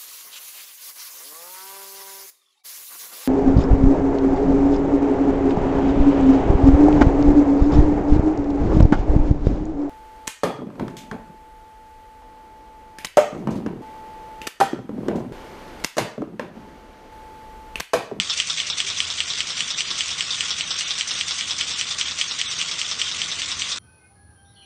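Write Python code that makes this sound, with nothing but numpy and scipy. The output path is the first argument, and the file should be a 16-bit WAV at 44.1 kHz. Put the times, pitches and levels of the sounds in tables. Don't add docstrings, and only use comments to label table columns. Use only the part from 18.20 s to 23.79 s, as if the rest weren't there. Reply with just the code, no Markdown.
import sys
import numpy as np
from scipy import signal
from scipy.fft import rfft, irfft, next_fast_len
from scipy.io import wavfile
from scipy.ndimage import uniform_filter1d, minimum_filter1d, map_coordinates

SR = 44100
rng = np.random.default_rng(int(sys.argv[2]) if len(sys.argv) > 2 else 0)


def waveform_to_disk(signal):
    frames = np.transpose(np.atleast_2d(signal))
    scaled = np.clip(frames, -1, 1) * 32767
    samples = np.round(scaled).astype(np.int16)
    wavfile.write(sys.argv[1], SR, samples)


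def attenuation_scalar(level_db):
    decades = np.asarray(level_db, float) / 20
    return 10 ** decades


N = 246332


def unit(x):
    return x / np.sqrt(np.mean(x ** 2) + 1e-20)


def wobble(rate):
    knots = rng.standard_normal(int(N * rate / SR) + 4)
    return map_coordinates(knots, [np.arange(N) * rate / SR])


def coloured(x, spectrum):
    m = next_fast_len(N + 8192)
    hz, db = np.transpose(spectrum)
    log_hz = np.log(np.fft.rfftfreq(m, 1 / SR) + 1)
    gain = attenuation_scalar(np.interp(log_hz, np.log(hz), db))
    return irfft(rfft(x, m) * gain, m)[:N]


def air(spectrum, patchy_db, grain_db):
    z = signal.stft(rng.standard_normal(N), nperseg=512)[2]
    field = uniform_filter1d(rng.standard_normal(z.shape), size=5, axis=0)
    field = uniform_filter1d(field, size=6, axis=1)
    x = signal.istft(z * attenuation_scalar(patchy_db * unit(field)), nperseg=512)[1][:N]
    fluttering = x * attenuation_scalar(grain_db * wobble(300))
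    return unit(coloured(fluttering, [(7.2, -120)] + list(spectrum) + [(20000, -120)]))


def train(times, dbs, shape):
    x = np.zeros(N)
    x[np.clip((np.asarray(times) * SR).astype(int), 0, N - 1)] = attenuation_scalar(np.asarray(dbs))
    return signal.fftconvolve(x, shape)[:N]


def ring(t, hz, t60, attack):
    t = np.maximum(t, 0)
    return np.sin(2 * np.pi * hz * t) * attenuation_scalar(-60 * t / t60) * (1 - np.exp(-t / attack))


def slide(strokes, modes, echoes, onset, wet_db, barn_t60):
    out, t = np.zeros(N + SR), np.arange(SR // 5) / SR
    highpass = signal.butter(2, 500, "high", fs=SR, output="sos")
    for s, blow_db, barn_db, *_ in strokes:
        blow = np.zeros(1000)
        for hz, db, t60, sign in modes:
            blow += attenuation_scalar(db + rng.normal(0, .8)) * sign * ring(t[:1000], hz, t60, .0002)
        blow = signal.sosfilt(highpass, blow)
        blow *= attenuation_scalar(blow_db) / np.abs(blow).max()
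        paths = np.zeros(SR // 50)
        paths[0] = 1
        for delay, db in echoes:
            paths[int(delay * SR)] += attenuation_scalar(db + rng.normal(0, 1.7))
        crack = blow * attenuation_scalar(-60 * t[:1000] / .007)
        buildup = np.clip(t / 0.0038 - .3, 0, 1)
        scatter = attenuation_scalar(-60 * t / barn_t60) * buildup * rng.standard_normal(len(t))
        heard = attenuation_scalar(barn_db + wet_db) * signal.fftconvolve(scatter, crack / np.linalg.norm(crack))
        heard[:len(blow) + len(paths) - 1] += signal.fftconvolve(blow, paths)
        out[max(int((s - onset) * SR), 0):][:len(t)] += heard[:len(t)]
    return out[:N]


# (frequency [Hz], density [dB per Hz])
VENT_BODY = [(700, -20.5), (1100, -36.5), (1600, -15), (2200, -6.5), (3400, -7), (4200, -9), (5500, -23)]
VENT_HISS = [(3500, -40.5), (4500, -5), (5300, -5.5), (6000, 0.5), (6600, -8.5), (8300, -13), (9000, -15),
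             (9700, -28.5)]


def vents(strokes, lead):
    s, _, _, body_db, hiss_db = np.transpose(strokes)
    t = np.arange(SR // 8) / SR
    body_shape = (1 - np.exp(-t / 0.0076)) * np.exp(-t / 0.047)
    hiss_shape = (1 - np.exp(-(t / 0.0067) ** 2)) * np.exp(-t / 0.031)
    body = train(s - lead, body_db - .5, body_shape)
    hiss = train(s - lead, hiss_db + 4.0, hiss_shape)
    low_jet = body * air(VENT_BODY, patchy_db=1.3, grain_db=2)
    return low_jet + hiss * air(VENT_HISS, patchy_db=1.8, grain_db=2)


# (time [s], tick peak [dB], tock peak [dB], vent level [dB])
CYCLES = [(0.0, -2, -8.5, -33), (0.201, -1.5, -8.5, -24.5), (0.402, -5.5, -7.5, -22.5),
          (0.6031, -3, -11, -24.5), (0.8038, -2, -11, -27), (1.0044, -2.5, -10, -27),
          (1.2055, -4, -12, -26.5), (1.4065, -4, -10, -27), (1.6068, -5, -11, -27.5),
          (1.8077, -3.5, -13.5, -26.5), (2.008, -4, -10.5, -27.5), (2.2079, -3.5, -8.5, -29.5),
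          (2.409, -6, -10.5, -26), (2.6091, -7.5, -10, -24), (2.8103, -4.5, -11, -25),
          (3.0111, -5.5, -9.5, -24.5), (3.2101, -7, -9, -24.5), (3.4113, -5, -13, -26),
          (3.6121, -4.5, -12, -26), (3.8124, -4.5, -12.5, -24.5), (4.0131, -2.5, -11, -25.5),
          (4.2146, -4, -13.5, -24.5), (4.4149, -5.5, -11, -25.5), (4.6154, -5.5, -10, -27.5),
          (4.8163, -3.5, -12, -27.5), (5.0176, -6, -12, -26), (5.2187, -7, -10.5, -27.5),
          (5.42, -5.5, -11, -27)]


def valve_strokes():
    tock_after_s = .0985
    stroke_scatter_db = 1.5
    s, tick_db, tock_db, vent_db = np.transpose(CYCLES)
    chance = stroke_scatter_db * rng.standard_normal((len(s), 5)).T
    ticks = [s, tick_db, tick_db - 21.5 + chance[0], vent_db, vent_db - 2 + chance[1]]
    tocks = [s + tock_after_s, tock_db, tock_db - 11 + chance[2],
             vent_db - 3.5 + chance[3], vent_db - 5 + chance[4]]
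    return np.transpose(ticks), np.transpose(tocks)


# (frequency [Hz], level [dB], t60 [s], polarity [+1 or -1])
TICK_MODES = [(1220, -26, .016, -1), (1840, -19, .016, -1), (2510, -1.5, .004, 1), (2880, -4, .01, 1),
              (3340, -1, .008, -1), (4100, 0, .003, -1), (5230, -8, .004, 1), (5840, -17, .012, -1),
              (7750, -4, .004, 1)]
# (delay [s], level [dB])
TICK_ECHOES = [(.0023, -14), (.0039, -12), (.0056, -17)]


def tick(strokes):
    blows = slide(strokes, TICK_MODES, TICK_ECHOES, onset=.0002, wet_db=-0.5, barn_t60=0.14)
    return blows + vents(strokes, lead=.034)


# (frequency [Hz], level [dB], t60 [s], polarity [+1 or -1])
TOCK_MODES = [(480, -29, .015, 1), (1250, -14, .008, -1), (2810, -16, .015, 1), (3330, -7, .013, 1),
              (3780, -1, .006, -1), (4890, -4, .004, 1), (5480, -4, .008, -1), (6120, -19, .016, 1),
              (7350, -11, .003, -1)]
# (delay [s], level [dB])
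TOCK_ECHOES = [(.0022, -12), (.0042, -8), (.0065, -12), (.0102, -16)]


def tock(strokes):
    blows = slide(strokes, TOCK_MODES, TOCK_ECHOES, onset=.00035, wet_db=1.0, barn_t60=0.1)
    return blows + vents(strokes, lead=.038)


# (time [s], peak level [dB], ring frequency [Hz])
FAR_BLOWS = [(0.1164, -19.5, 3500), (0.5247, -16.5, 3580), (0.7392, -28, 3520), (0.9792, -18, 3300),
             (1.3934, -23, 3050), (1.5808, -19.5, 2510), (2.1174, -24.5, 3310), (2.145, -21, 3400),
             (2.4618, -21, 3650), (2.7134, -25, 3430), (2.9534, -22, 3440), (3.2979, -21.5, 3300),
             (3.5384, -21, 3630), (3.7174, -19.5, 3600), (4.3755, -21, 3740), (4.3994, -17, 2860),
             (4.4687, -24.5, 3350), (4.8569, -15.5, 3440), (4.9926, -28, 3450)]


def far_valves():
    out, t = np.zeros(N + SR), np.arange(SR // 10) / SR
    first_s, period_s = .3733, .3884
    beats = np.arange(first_s, N / SR, period_s)
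    neighbour = [(s, -17 - 0.64 * s, 3494) for s in beats]
    for s, db, hz in neighbour + list(FAR_BLOWS):
        paths = attenuation_scalar(-14.0 - 60 * t / 0.13) * rng.standard_normal(len(t))
        paths[0] = 1
        blow = ring(t, hz, 0.0072, 0.00039) + 0.29 * ring(t, 1.5 * hz, 0.0018, 0.00038)
        out[int(s * SR):][:len(t)] += attenuation_scalar(db - 1.5) * signal.fftconvolve(paths, blow)[:len(t)]
    return out[:N]


# (frequency [Hz], density [dB per Hz])
FAR_AIR = [(530, -46), (900, -21.5), (1130, -12), (1610, -18), (1910, -11), (2610, -6), (3460, 0),
           (4110, -6.5), (5790, -5), (7900, -11.5), (8480, -13.5), (9100, -19), (9700, -25)]
# (frequency [Hz], density [dB per Hz])
RUSH = [(15, -49.5), (25, -18.5), (85, -2), (168, -3.5), (332, -8.5), (630, -10.5), (961, -9), (1130, -2.5),
        (1610, -5.5), (2000, -3), (2600, -16), (4400, -120)]
# (frequency [Hz], width [Hz], level over the hiss [dB])
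PORTS = [(1113, 60, -9.5), (1450, 68, 5), (3610, 81, -8), (3990, 29, -20), (6000, 130, -22.5)]
# (time [s], level [dB])
LINE = [
    (0.0, -28.5),
    (0.46, -30.5),
    (0.7, -29),
    (2.2, -28),
    (2.6, -29),
    (3.78, -28.5),
    (4.06, -30),
    (4.35, -29),
    (5.59, -28.5),
]


def line():
    s, far_db = np.transpose(LINE)
    flow_db = np.interp(np.arange(N) / SR, s, far_db)
    blend = air(FAR_AIR, patchy_db=2.0, grain_db=2.5)
    for hz, width_hz, db in PORTS:
        blend = blend + attenuation_scalar(db) * signal.lfilter(*signal.iirpeak(hz, hz / width_hz, SR), blend)
    hiss = attenuation_scalar(flow_db - 2.0 + 1.45 * wobble(25)) * unit(blend)
    rush = attenuation_scalar(flow_db - 14.5 + 0.73 * wobble(11)) * air(RUSH, patchy_db=1.0, grain_db=2.3)
    return hiss + rush


# (frequency [Hz], rms level [dB])
PUMP = [(80.7, -57), (161.5, -59), (242.2, -63), (479, -64), (602, -71.5)]


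def pump():
    t = np.arange(N) / SR
    hum = np.zeros(N)
    for hz, db in PUMP:
        level = attenuation_scalar(db + 1.5 + 2.3 * wobble(6))
        hum += level * np.sin(2 * np.pi * hz * t + 1.01 * wobble(9))
    return hum


# (time [s], level [dB], frequency [Hz], t60 [s])
KNOCKS = [
    (0, -24.5, 182, 0.068),
    (0.641, -42, 391, 0.2),
    (1.7, -42, 354, 0.1),
]


def stall():
    t = np.arange(N) / SR
    return sum(attenuation_scalar(db) * ring(t - s, hz, t60, 0.0027) for s, db, hz, t60 in KNOCKS)


def scene():
    ticks, tocks = valve_strokes()
    near = tick(ticks) + tock(tocks)
    return (near + far_valves() + line() + pump() + stall())[None]


# (frequency [Hz], gain [dB])
MIC = [(8800, 0), (9300, -3), (9800, -8), (10000, -45), (16000, -70)]


def microphone(x):
    return coloured(x, MIC)


# (frequency [Hz], step against the frame's loudness [dB])
ROUNDING = [(100, -30), (1000, -14), (2000, -5), (3300, 0), (4200, 2.5), (6500, 2), (8000, -1), (9000, -3),
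            (9600, -6), (16000, -6)]


def coarse_spectrum(x, size=1024, swing_db=3.6):
    n, k = np.arange(2 * size), np.arange(size)
    window = np.sin(np.pi * (n + .5) / (2 * size))
    basis = window[:, None] * np.cos(np.pi / size * np.outer(n + .5 + size / 2, k + .5))
    padded = np.pad(x, (size, 2 * size - N % size)).reshape(-1, size)
    lines = np.hstack([padded[:-1], padded[1:]]) @ basis
    hz, db = np.transpose(ROUNDING)
    loud = np.sqrt(np.mean(lines[:, :size // 2] ** 2, axis=1, keepdims=True))
    loud = minimum_filter1d(loud, size=3, axis=0)
    per_band = np.repeat(rng.standard_normal((len(lines), size // 8)), 8, axis=1)
    per_frame = rng.standard_normal((len(lines), 1))
    budget = 1.4 * per_band + 1.2 * per_frame
    budget[1::2] = budget[:len(lines) // 2 * 2:2]
    step_db = np.interp((k + .5) * SR / 2 / size, hz, db)
    step = loud * attenuation_scalar(step_db + swing_db * np.clip(budget, -3, 3.3))
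    rounded = np.sign(lines) * np.floor(np.abs(lines) / step + .4) * step
    frames = rounded @ basis.T * 2 / size
    return (frames[1:, :size] + frames[:-1, size:]).ravel()[:N]


def roll_off(x):
    return signal.sosfilt(signal.butter(12, 15800, fs=SR, output="sos"), x)


def record(dry):
    x = coarse_spectrum(microphone(dry[0]))
    x = x / (1 + np.abs(x / .92) ** 10) ** (1 / 10)
    return roll_off(x[None])


dry = scene()
out = record(dry)
waveform_to_disk(out)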